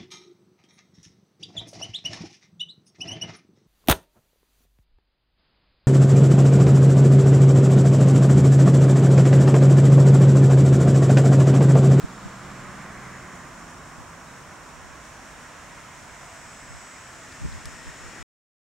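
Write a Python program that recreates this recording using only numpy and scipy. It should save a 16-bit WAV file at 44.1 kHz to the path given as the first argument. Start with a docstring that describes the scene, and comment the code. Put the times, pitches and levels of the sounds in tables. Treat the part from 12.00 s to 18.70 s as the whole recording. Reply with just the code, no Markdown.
"""A marsh beside a distant road: tyres wash, engines rumble, and three lorries drone and fade.
Cicadas buzz their tymbals in the trees, three near enough to give thin tones over the chorus.
A far bird peeps, puffs of wind stir the reeds and buffet the microphone, and a few small ticks
sound close by. A faint electronic hiss lies under it all; the sound stops dead with a soft thump."""
import sys
import numpy as np
from scipy import signal
from scipy.fft import rfft, irfft
from scipy.io import wavfile

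SR = 44100
rng = np.random.default_rng(int(sys.argv[2]) if len(sys.argv) > 2 else 0)


def materialize(psi):
    """Save the field psi as 16-bit PCM at rate SR to the path in sys.argv[1].

    A 1-D psi becomes a single channel; in a 2-D psi each row is a channel.
    """
    bounded = np.clip(np.atleast_2d(psi).T, -1, 1)
    quanta = np.round(bounded * 32767).astype(np.int16)
    wavfile.write(sys.argv[1], SR, quanta)


N = 295470
TIME = np.arange(N) / SR
BIN_HZ = np.arange(N // 2 + 1) * SR / N


def undb(db):
    """Decibels to gain."""
    return 10 ** (np.asarray(db) / 20)


def unit(x):
    """Scale to rms 1."""
    return x / np.sqrt(np.mean(x ** 2))


def curve(points):
    """Automation: straight lines through (t/s, value) points."""
    return np.interp(TIME, *np.transpose(points))


def ramp(start_s, length_s):
    """A linear rise from 0 to 1."""
    return np.clip((TIME - start_s) / length_s, 0, 1)


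def swell(peak_s, half_s):
    """A pass-by envelope: 1 at its peak, 6 dB down half_s before and after."""
    return 1 / (1 + ((TIME - peak_s) / half_s) ** 2)


def walk(rate_hz):
    """A random wander of rms 1, with rate_hz new values a second."""
    levels = rng.standard_normal(int(N / SR * rate_hz) + 3)
    return unit(np.interp(TIME * rate_hz + rng.random(), np.arange(len(levels)), levels))


def lowpass(x, hz, order=2):
    """Butterworth low-pass."""
    return signal.sosfilt(signal.butter(order, hz, fs=SR, output="sos"), x)


def pan(x, left_db):
    """Lean a sound left by so many dB."""
    return x * undb(np.vstack([left_db, -left_db]) / 2)


def noise(colour):
    """Noise of rms 1, shaped by (f/Hz, level/dB) points and rolled off past both ends."""
    hz, db = np.transpose(colour)
    f = np.maximum(BIN_HZ, 1)
    rolloff = np.minimum(f / hz[0], 1) ** 2 * np.minimum(hz[-1] / f, 1) ** 2
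    shape = undb(np.interp(np.log(f), np.log(hz), db))
    return unit(irfft(rfft(rng.standard_normal(N)) * rolloff * shape, N))


def bed(colour, side_db):
    """A wide noise bed: independent mid and side."""
    return noise(colour) + undb(side_db) * noise(colour) * np.array([[1], [-1]])


def gliding_band(peak_s, half_s, centre_hz, glide_hz_per_s, width_hz, level_db, left_db):
    """A band of noise that slides in pitch as it comes and goes."""
    hz = centre_hz + glide_hz_per_s * (TIME - peak_s)
    flutter = lowpass(rng.standard_normal(N) + 1j * rng.standard_normal(N), width_hz / 2, order=3)
    band = unit(np.real(flutter * np.exp(2j * np.pi * np.cumsum(hz) / SR)))
    return pan(band * swell(peak_s, half_s) * undb(level_db), left_db)


# Colour of the hiss: f/Hz, relative level/dB
HISS_SPECTRUM = [(1000, 3), (5000, 2.5), (10000, 0), (11800, -3), (13000, 3.5), (14000, -13), (15500, -32)]
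def electronics(hiss_db=-66.5, whine_hz=15734, whine_db=-84):
    """The noise floor: electronic hiss and a faint high whine."""
    whine = np.sqrt(2) * np.sin(2 * np.pi * whine_hz * TIME)
    return undb(hiss_db) * bed(HISS_SPECTRUM, side_db=4.5) + undb(whine_db) * whine


# Colour of the reeds: f/Hz, relative level/dB
REED_SPECTRUM = [(2400, -6.5), (3300, 4), (4100, 2), (5400, -3), (7500, -15.5)]
# Gusts in the reeds: peak t/s, 6 dB fall/s, level/dB
REED_GUSTS = [(.1, 0.56, -58.5), (5.8, 1.2, -63)]
def reeds():
    """A soft rustle that rises and falls with the gusts."""
    strength = sum(undb(db) * swell(s, half_s) for s, half_s, db in REED_GUSTS)
    return bed(REED_SPECTRUM, side_db=-8.0) * strength


# Bird calls: t/s, f/Hz, level/dB
BIRD_PEEPS = [(1.32, 3290, -59), (1.76, 3860, -60.5), (2.26, 3850, -57.5)]
def bird(attack_s=0.02, t60_s=0.55, sag_hz_per_s=700, waver=0.02):
    """A far bird's faint, unsteady peeps sag as they die."""
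    out = 0
    for s, start_hz, db in BIRD_PEEPS:
        age = np.maximum(TIME - s, 0)
        hz = (start_hz - sag_hz_per_s * np.minimum(age, t60_s)) * (1 + waver * walk(150))
        gain = undb(db) * ramp(s, attack_s) * np.exp(-np.log(1000) * age / t60_s)
        out = out + gain * np.sin(2 * np.pi * np.cumsum(hz) / SR)
    return out


# Close ticks: t/s, peak level/dB, ring f/Hz, knock against ring/dB
CLOSE_TICKS = [(5.3233, -33, 4700, -9), (5.3275, -32.5, 4600, -9), (5.526, -31.5, 3900, -5),
               (5.6558, -22.5, 5300, -2.5), (5.6572, -33, 9400, -9), (5.6576, -30.5, 5200, -6),
               (5.6584, -32.5, 9800, -7), (5.6591, -35, 7000, -7)]
def ticks(t60_s=0.0016, grit_db=-9, grit_t60_s=0.01, knock_hz=1900, edge_hz=11500):
    """Tiny snaps: each rings for a few cycles over a duller knock and sheds a little bright grit."""
    t = TIME[:SR // 50]
    out = np.zeros(N)
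    for s, db, hz, knock_db in CLOSE_TICKS:
        tones = np.sin(2 * np.pi * hz * t) + undb(knock_db) * np.sin(2 * np.pi * knock_hz * t)
        ring = tones * np.exp(-np.log(1000) * t / t60_s)
        burst = rng.standard_normal(len(t)) * np.exp(-np.log(1000) * t / grit_t60_s)
        grit_band = signal.butter(2, [hz / 1.6, min(hz * 1.5, SR / 3)], "band", fs=SR, output="sos")
        snap = lowpass(ring + undb(grit_db) * signal.sosfilt(grit_band, burst), edge_hz, order=6)
        start = int(s * SR)
        out[start:start + len(t)] += undb(db) * snap / np.abs(snap).max()
    return pan(out, left_db=4)


# Wind buffets, then in the last row a soft low thump as the sound cuts off:
# t/s, level/dB, half-length/s, cutoff f/Hz
LOW_THUMPS = [(0.046, -21.5, 0.0084, 263), (0.262, -34, 0.022, 230), (2.003, -44, 0.035, 170),
              (2.85, -50, 0.13, 79.2), (4.745, -42, 0.064, 120.8), (5.444, -29, 0.041, 197),
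              (5.454, -30, 0.018, 374), (5.536, -35.5, 0.074, 150.3), (5.667, -35.5, 0.025, 150),
              (5.878, -37, 0.038, 171), (6.055, -42, 0.051, 120), (6.22, -37, 0.027, 109.7)]
def wind_and_end_thump(breeze_db=-66.5, breeze_hz=70, gust_db=-59.5, flutter_db=4, mid_db=-12):
    """Eddies push the microphone's two ports mostly in opposite directions; a thump marks the cut."""
    low_colour = [(15, -19.0), (35, 3.5), (120, 0.5), (500, -1.5)]  # f/Hz, relative level/dB
    strength = undb(breeze_db) + undb(gust_db) * swell(peak_s=5.8, half_s=0.25)
    side = unit(lowpass(noise(low_colour), breeze_hz)) * strength * undb(flutter_db * walk(6))
    mid = 0
    rumble = np.array([noise(low_colour), noise(low_colour)])
    for s, db, half_length_s, cutoff_hz in LOW_THUMPS:
        envelope = np.exp(-2 * ((TIME - s) / half_length_s) ** 2)
        thump = lowpass(rumble, cutoff_hz, order=4) * envelope
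        rms = np.sqrt(np.sum(thump ** 2, axis=1, keepdims=True) / np.sum(envelope ** 2))
        side_thump, mid_thump = undb(db) * thump / rms
        side, mid = side + side_thump, mid + undb(mid_db) * mid_thump
    return np.array([mid + side, mid - side])


# Two insect buzzes, then the fading cicada's sag:
# peak t/s, 6 dB fall/s, f/Hz, glide/(Hz/s), width/Hz, level/dB, left/dB
SHORT_BUZZES = [(.4, 0.7, 7350, 0.5, 160, -64, 4.5), (1.23, 0.44, 6850, 2, 300, -63, 1.5),
                (3.75, 0.1, 5440, -400, 299, -64.5, 0)]
def short_buzzes():
    """Two high insect buzzes come and go; later the fading cicada's buzz slides down as it slows."""
    return sum(gliding_band(*row) for row in SHORT_BUZZES)


# Colour of the cicada chorus: f/Hz, relative level/dB
CHORUS_SPECTRUM = [(3000, -13), (4600, -13), (5500, -4.5), (6100, -5), (7200, -2), (8000, -6), (8800, -8),
                   (9800, -16), (12000, -22)]
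def cicada_chorus(sizzle_db=-58, swell_db=1.17, buzz_ratio_db=-0.5, count=9):
    """Many far cicadas: most blur into a sizzle, a few keep their pulse. The bed lifts a little midway."""
    body = undb(np.interp(BIN_HZ, *np.transpose(CHORUS_SPECTRUM), left=-np.inf, right=-np.inf))
    buzz = 0
    for rate_hz, left_db in zip(rng.uniform(200, 350, count), rng.normal(0, 2.7, count)):
        cycles = np.cumsum(rate_hz * (1 + .001 * walk(0.98) + 0.000403 * walk(25))) / SR
        # one click a cycle, a sample or two wide
        clicks = np.exp(-((cycles % 1 - .5) * SR / rate_hz) ** 2)
        song = unit(irfft(rfft(clicks) * body, N))
        buzz = buzz + pan(song * undb(3.4 * walk(0.99)), left_db)
    sizzle = bed(CHORUS_SPECTRUM, side_db=-2.5) * undb(0.93 * walk(17))
    gain = undb(sizzle_db + swell_db * ramp(start_s=3.69, length_s=0.47))
    return pan(sizzle + undb(buzz_ratio_db) * unit(buzz), left_db=2.0) * gain


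def cicada(hz, gain, tones, morph, left_db, jitter=.0005, flicker_db=1.5, drift_db=.5, scatter_rad=0.6):
    """A buckling tymbal's overtones morph from early to late levels; moving leaves make them shimmer."""
    phase = 2 * np.pi * np.cumsum(hz * (1 + jitter * walk(60))) / SR
    out = 0
    for harmonic, early_db, late_db in tones:
        stereo_phase = scatter_rad * np.array([walk(45), walk(45)]) + 2 * np.pi * rng.random()
        db = early_db + (late_db - early_db) * morph + flicker_db * walk(7.5) + drift_db * walk(2.8)
        out = out + undb(db) * np.sin(harmonic * phase + stereo_phase)
    return pan(out * gain, left_db)


# Overtones its body favours, before trim: harmonic, early level/dB, late level/dB
ANSWERING_OVERTONES = [(42, -76, -74), (50, -71, -74), (51, -72, -65), (52, -76, -67), (53, -73, -71),
                       (55, -72, -73)]
def answering_cicada(rate_hz=135.9, start_s=3.85, trim_db=1.5):
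    """A slower, fainter song joins in with the swelling one."""
    gain = undb(trim_db) * ramp(start_s, length_s=0.48)
    return cicada(rate_hz, gain, ANSWERING_OVERTONES, morph=ramp(5.2, 1.0), left_db=1.0)


# Overtones its body favours, before trim: harmonic, early level/dB, late level/dB
FADING_OVERTONES = [(16, -75, -78), (17, -69, -69), (18, -76, -67), (19, -75, -80), (20, -79, -71),
                    (21, -74, -73), (22, -75, -80), (23, -70.5, -74), (25, -76, -77), (27, -76, -74),
                    (28, -85, -83), (29, -80, -80)]
def fading_cicada(rate_hz=322.2, tires_s=2.8, sag_hz_per_s=4.5, trim_db=4.0):
    """A song in full swing: the tymbal tires and slows, then the song dies away."""
    hz = rate_hz - sag_hz_per_s * np.maximum(TIME - tires_s, 0)
    gain = undb(trim_db) * (1 - ramp(start_s=3.2, length_s=1.3))
    return cicada(hz, gain, FADING_OVERTONES, morph=ramp(.5, 1.5), left_db=-0.5)


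# Overtones its body favours, before trim: harmonic, early level/dB, late level/dB
SWELLING_OVERTONES = [(33, -73, -70), (35, -65, -64.5), (36, -80, -70), (37, -74, -69), (39, -69.5, -68),
                      (40, -73, -80), (41, -79, -73), (43, -81, -73), (44, -73, -74), (45, -66.5, -62.5),
                      (46, -69, -76), (47, -78, -70), (48, -69.5, -73), (49, -67, -66.5), (50, -68.5, -75),
                      (51, -77, -70), (52, -61.5, -70), (53, -71, -68), (54, -72, -71), (55, -76, -76),
                      (56, -75, -78), (57, -71, -69.5), (59, -81, -79)]
def swelling_cicada(rate_hz=148.99, start_s=3.85, quicken_hz_per_s=.62, trim_db=5.0):
    """A new song swells and holds while its tymbal slowly quickens."""
    hz = rate_hz + quicken_hz_per_s * (TIME - start_s)
    gain = undb(trim_db) * ramp(start_s, length_s=0.66)
    return cicada(hz, gain, SWELLING_OVERTONES, morph=ramp(4.89, .8), left_db=0.5)


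def lorry(speed, tones, trim_db, leaves_s, recede_s, waver=0.0048, flicker_db=0.7):
    """A drone that follows engine speed; once the lorry leaves, its distance doubles in recede_s."""
    distance = 1 + np.maximum(TIME - leaves_s, 0) / recede_s
    engine_time = np.cumsum(speed * (1 + waver * walk(14))) / SR
    drone = 0
    for hz, db in tones:
        gain = undb(db + flicker_db * walk(9))
        drone = drone + gain * np.sin(2 * np.pi * (hz * engine_time + rng.random()))
    return pan(np.sqrt(2) * drone * undb(trim_db) / distance, left_db=-2.0)


# Each lorry's engine tones at cruising speed, before trim: f/Hz, level/dB
EASING_DRONE = [(170, -60.5), (188.5, -51), (283, -73.5)]
PULLING_DRONE = [(28, -60), (71, -58), (129.5, -50), (153, -55), (212.5, -52.5)]
FAR_DRONE = [(245, -56.5), (360, -60)]
# Engine revs: t/s, share of cruising speed
EASING_REVS = [(0, .955), (.35, .992), (.8, 1.008), (1.15, .987), (1.4, .935), (1.7, .88), (2.4, .875),
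               (3.2, .84)]
PULLING_REVS = [(0, 1.01), (.4, 0.93), (.8, 1), (1.25, .985), (2, 1.1)]
def lorries():
    """Three lorries recede: one revs and eases off, one dips and pulls away, a far one hums steadily."""
    return (lorry(curve(EASING_REVS), EASING_DRONE, trim_db=0, leaves_s=1.1, recede_s=0.6)
            + lorry(curve(PULLING_REVS), PULLING_DRONE, trim_db=-0.5, leaves_s=1.15, recede_s=0.16)
            + lorry(1, FAR_DRONE, trim_db=-2.0, leaves_s=1.4, recede_s=0.77))


# Tread and exhaust bands: peak t/s, 6 dB fall/s, f/Hz, glide/(Hz/s), width/Hz, level/dB, left/dB
SINGING_TREADS = [(0.079, 1.5, 1100, -1, 800, -54, -2.5), (0.851, 1.1, 1110, -25, 230, -51, -3),
                  (0.53, 1.26, 1450, -0.5, 440, -53, -1.5), (1.05, 0.47, 1830, -300, 760, -48.5, -1),
                  (2.9, 2.5, 1020, -15, 215, -55.5, -4.5), (3.2, -0.03, 760, -29, 110, -53.5, -3),
                  (4.3, 0.23, 700, -29.5, 150, -57, -1.5), (4.5, 0.94, 1850, 0.5, 830, -56, -1),
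                  (5.95, 0.6, 1880, 90, 140, -54, 4.0)]
EXHAUST_BOOMS = [(.5, 0.95, 430, -10, 220, -58.5, -1.5), (6.15, .25, 400, -0.5, 240, -56.5, -1),
                 (1.6, .4, 50, -0.5, 40, -60.5, -1), (4.25, 0.9, 130, 0, 60, -60, -0.5),
                 (2.35, 0.14, 152, -25.5, 70, -52.5, -2), (3.0, 1.1, 56, 0, 22, -58.5, -3.5),
                 (4.58, 0.06, 43, 0.5, 27, -56, 0)]
def pass_bys():
    """Single vehicles poke out of the wash: tyre treads sing and far exhausts boom."""
    return sum(gliding_band(*row) for row in SINGING_TREADS + EXHAUST_BOOMS)


# Colours of the engine rumble and its low end: f/Hz, relative level/dB
ENGINE_SPECTRUM = [(25, -27), (90, -7), (125, -1.5), (160, -2), (200, -3), (250, -2), (320, -4.5),
                   (450, -16), (900, -20)]
SUB_SPECTRUM = [(10, -29.5), (20, -8), (32, 0.5), (60, 1.5), (90, 3.5), (160, -20), (400, -29)]
def engine_rumble(gain, trim_db=-2.5, sub_db=-56.5):
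    """Far engines blur together; the low end carries from the whole road, so it swells half as much."""
    engines = pan(bed(ENGINE_SPECTRUM, side_db=-11.5), left_db=-3.0) * gain * undb(trim_db)
    sub = bed(SUB_SPECTRUM, side_db=-21.5) * undb(sub_db) * np.sqrt(gain / gain.max())
    return engines + sub


# Colour of the tyre wash: f/Hz, relative level/dB
TYRE_SPECTRUM = [(150, -31), (420, -7), (520, -4.5), (660, -1.5), (820, -3.5), (1050, -1.5), (1200, -1.5),
                 (1320, -0.4), (1700, -2), (2100, -5), (2600, -9), (3400, -15.5), (4600, -22.5),
                 (9000, -41.5)]
# Treble ride as vehicles pass gaps in the trees: t/s, relative level/dB
TYRE_TREBLE = [(0, -5.5), (.65, -1.9), (1.85, -4.5), (2.5, -3), (3.6, 0.4), (4.6, -.3), (6.2, 3)]
def tyre_wash(gain, trim_db=1.9, flutter_db=0.1, crossover_hz=1500):
    """Tyres roar and flutter slightly in the moving air, just right of centre, then drifting left."""
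    wash = bed(TYRE_SPECTRUM, side_db=-9.5)
    lows = signal.sosfiltfilt(signal.butter(2, crossover_hz, fs=SR, output="sos"), wash)
    body = lows * undb(flutter_db * walk(7.0))
    treble = (wash - lows) * undb(curve(TYRE_TREBLE) + flutter_db * walk(12))
    left_db = -1.5 + 7.0 * ramp(start_s=5.0, length_s=1.9)
    return pan((body + treble) * gain * undb(trim_db), left_db)


# Bunches of vehicles, before trim: nearest t/s, 6 dB fall/s, tyre level/dB, engine level/dB
VEHICLE_BUNCHES = [(.4, 2.5, -48, -47.5), (5.9, 1, -60, -52)]
def traffic(stream_tyre_db=-49, stream_engine_db=-54):
    """An unbroken stream of far traffic swells with each bunch of vehicles."""
    tyre_gain, engine_gain = undb(stream_tyre_db), undb(stream_engine_db)
    for s, half_s, tyre_db, engine_db in VEHICLE_BUNCHES:
        nearness = swell(s, half_s)
        tyre_gain = np.hypot(tyre_gain, nearness * undb(tyre_db))
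        engine_gain = np.hypot(engine_gain, nearness * undb(engine_db))
    return tyre_wash(tyre_gain) + pass_bys() + engine_rumble(engine_gain)


def scene():
    """The mix: road, insects, bird, wind and close ticks over the noise floor."""
    insects = cicada_chorus() + fading_cicada() + swelling_cicada() + answering_cicada() + short_buzzes()
    road = traffic() + lorries()
    return road + insects + bird() + wind_and_end_thump() + reeds() + ticks() + electronics()


def record(dry, stop_s=6.228, top_hz=15780):
    """A hard cut to silence, and a steep low-pass that shaves off the top."""
    high_cut = signal.ellip(10, .2, 70, top_hz, fs=SR, output="sos")
    return signal.sosfilt(high_cut, dry * (TIME < stop_s))


dry = scene()
out = record(dry)
materialize(out)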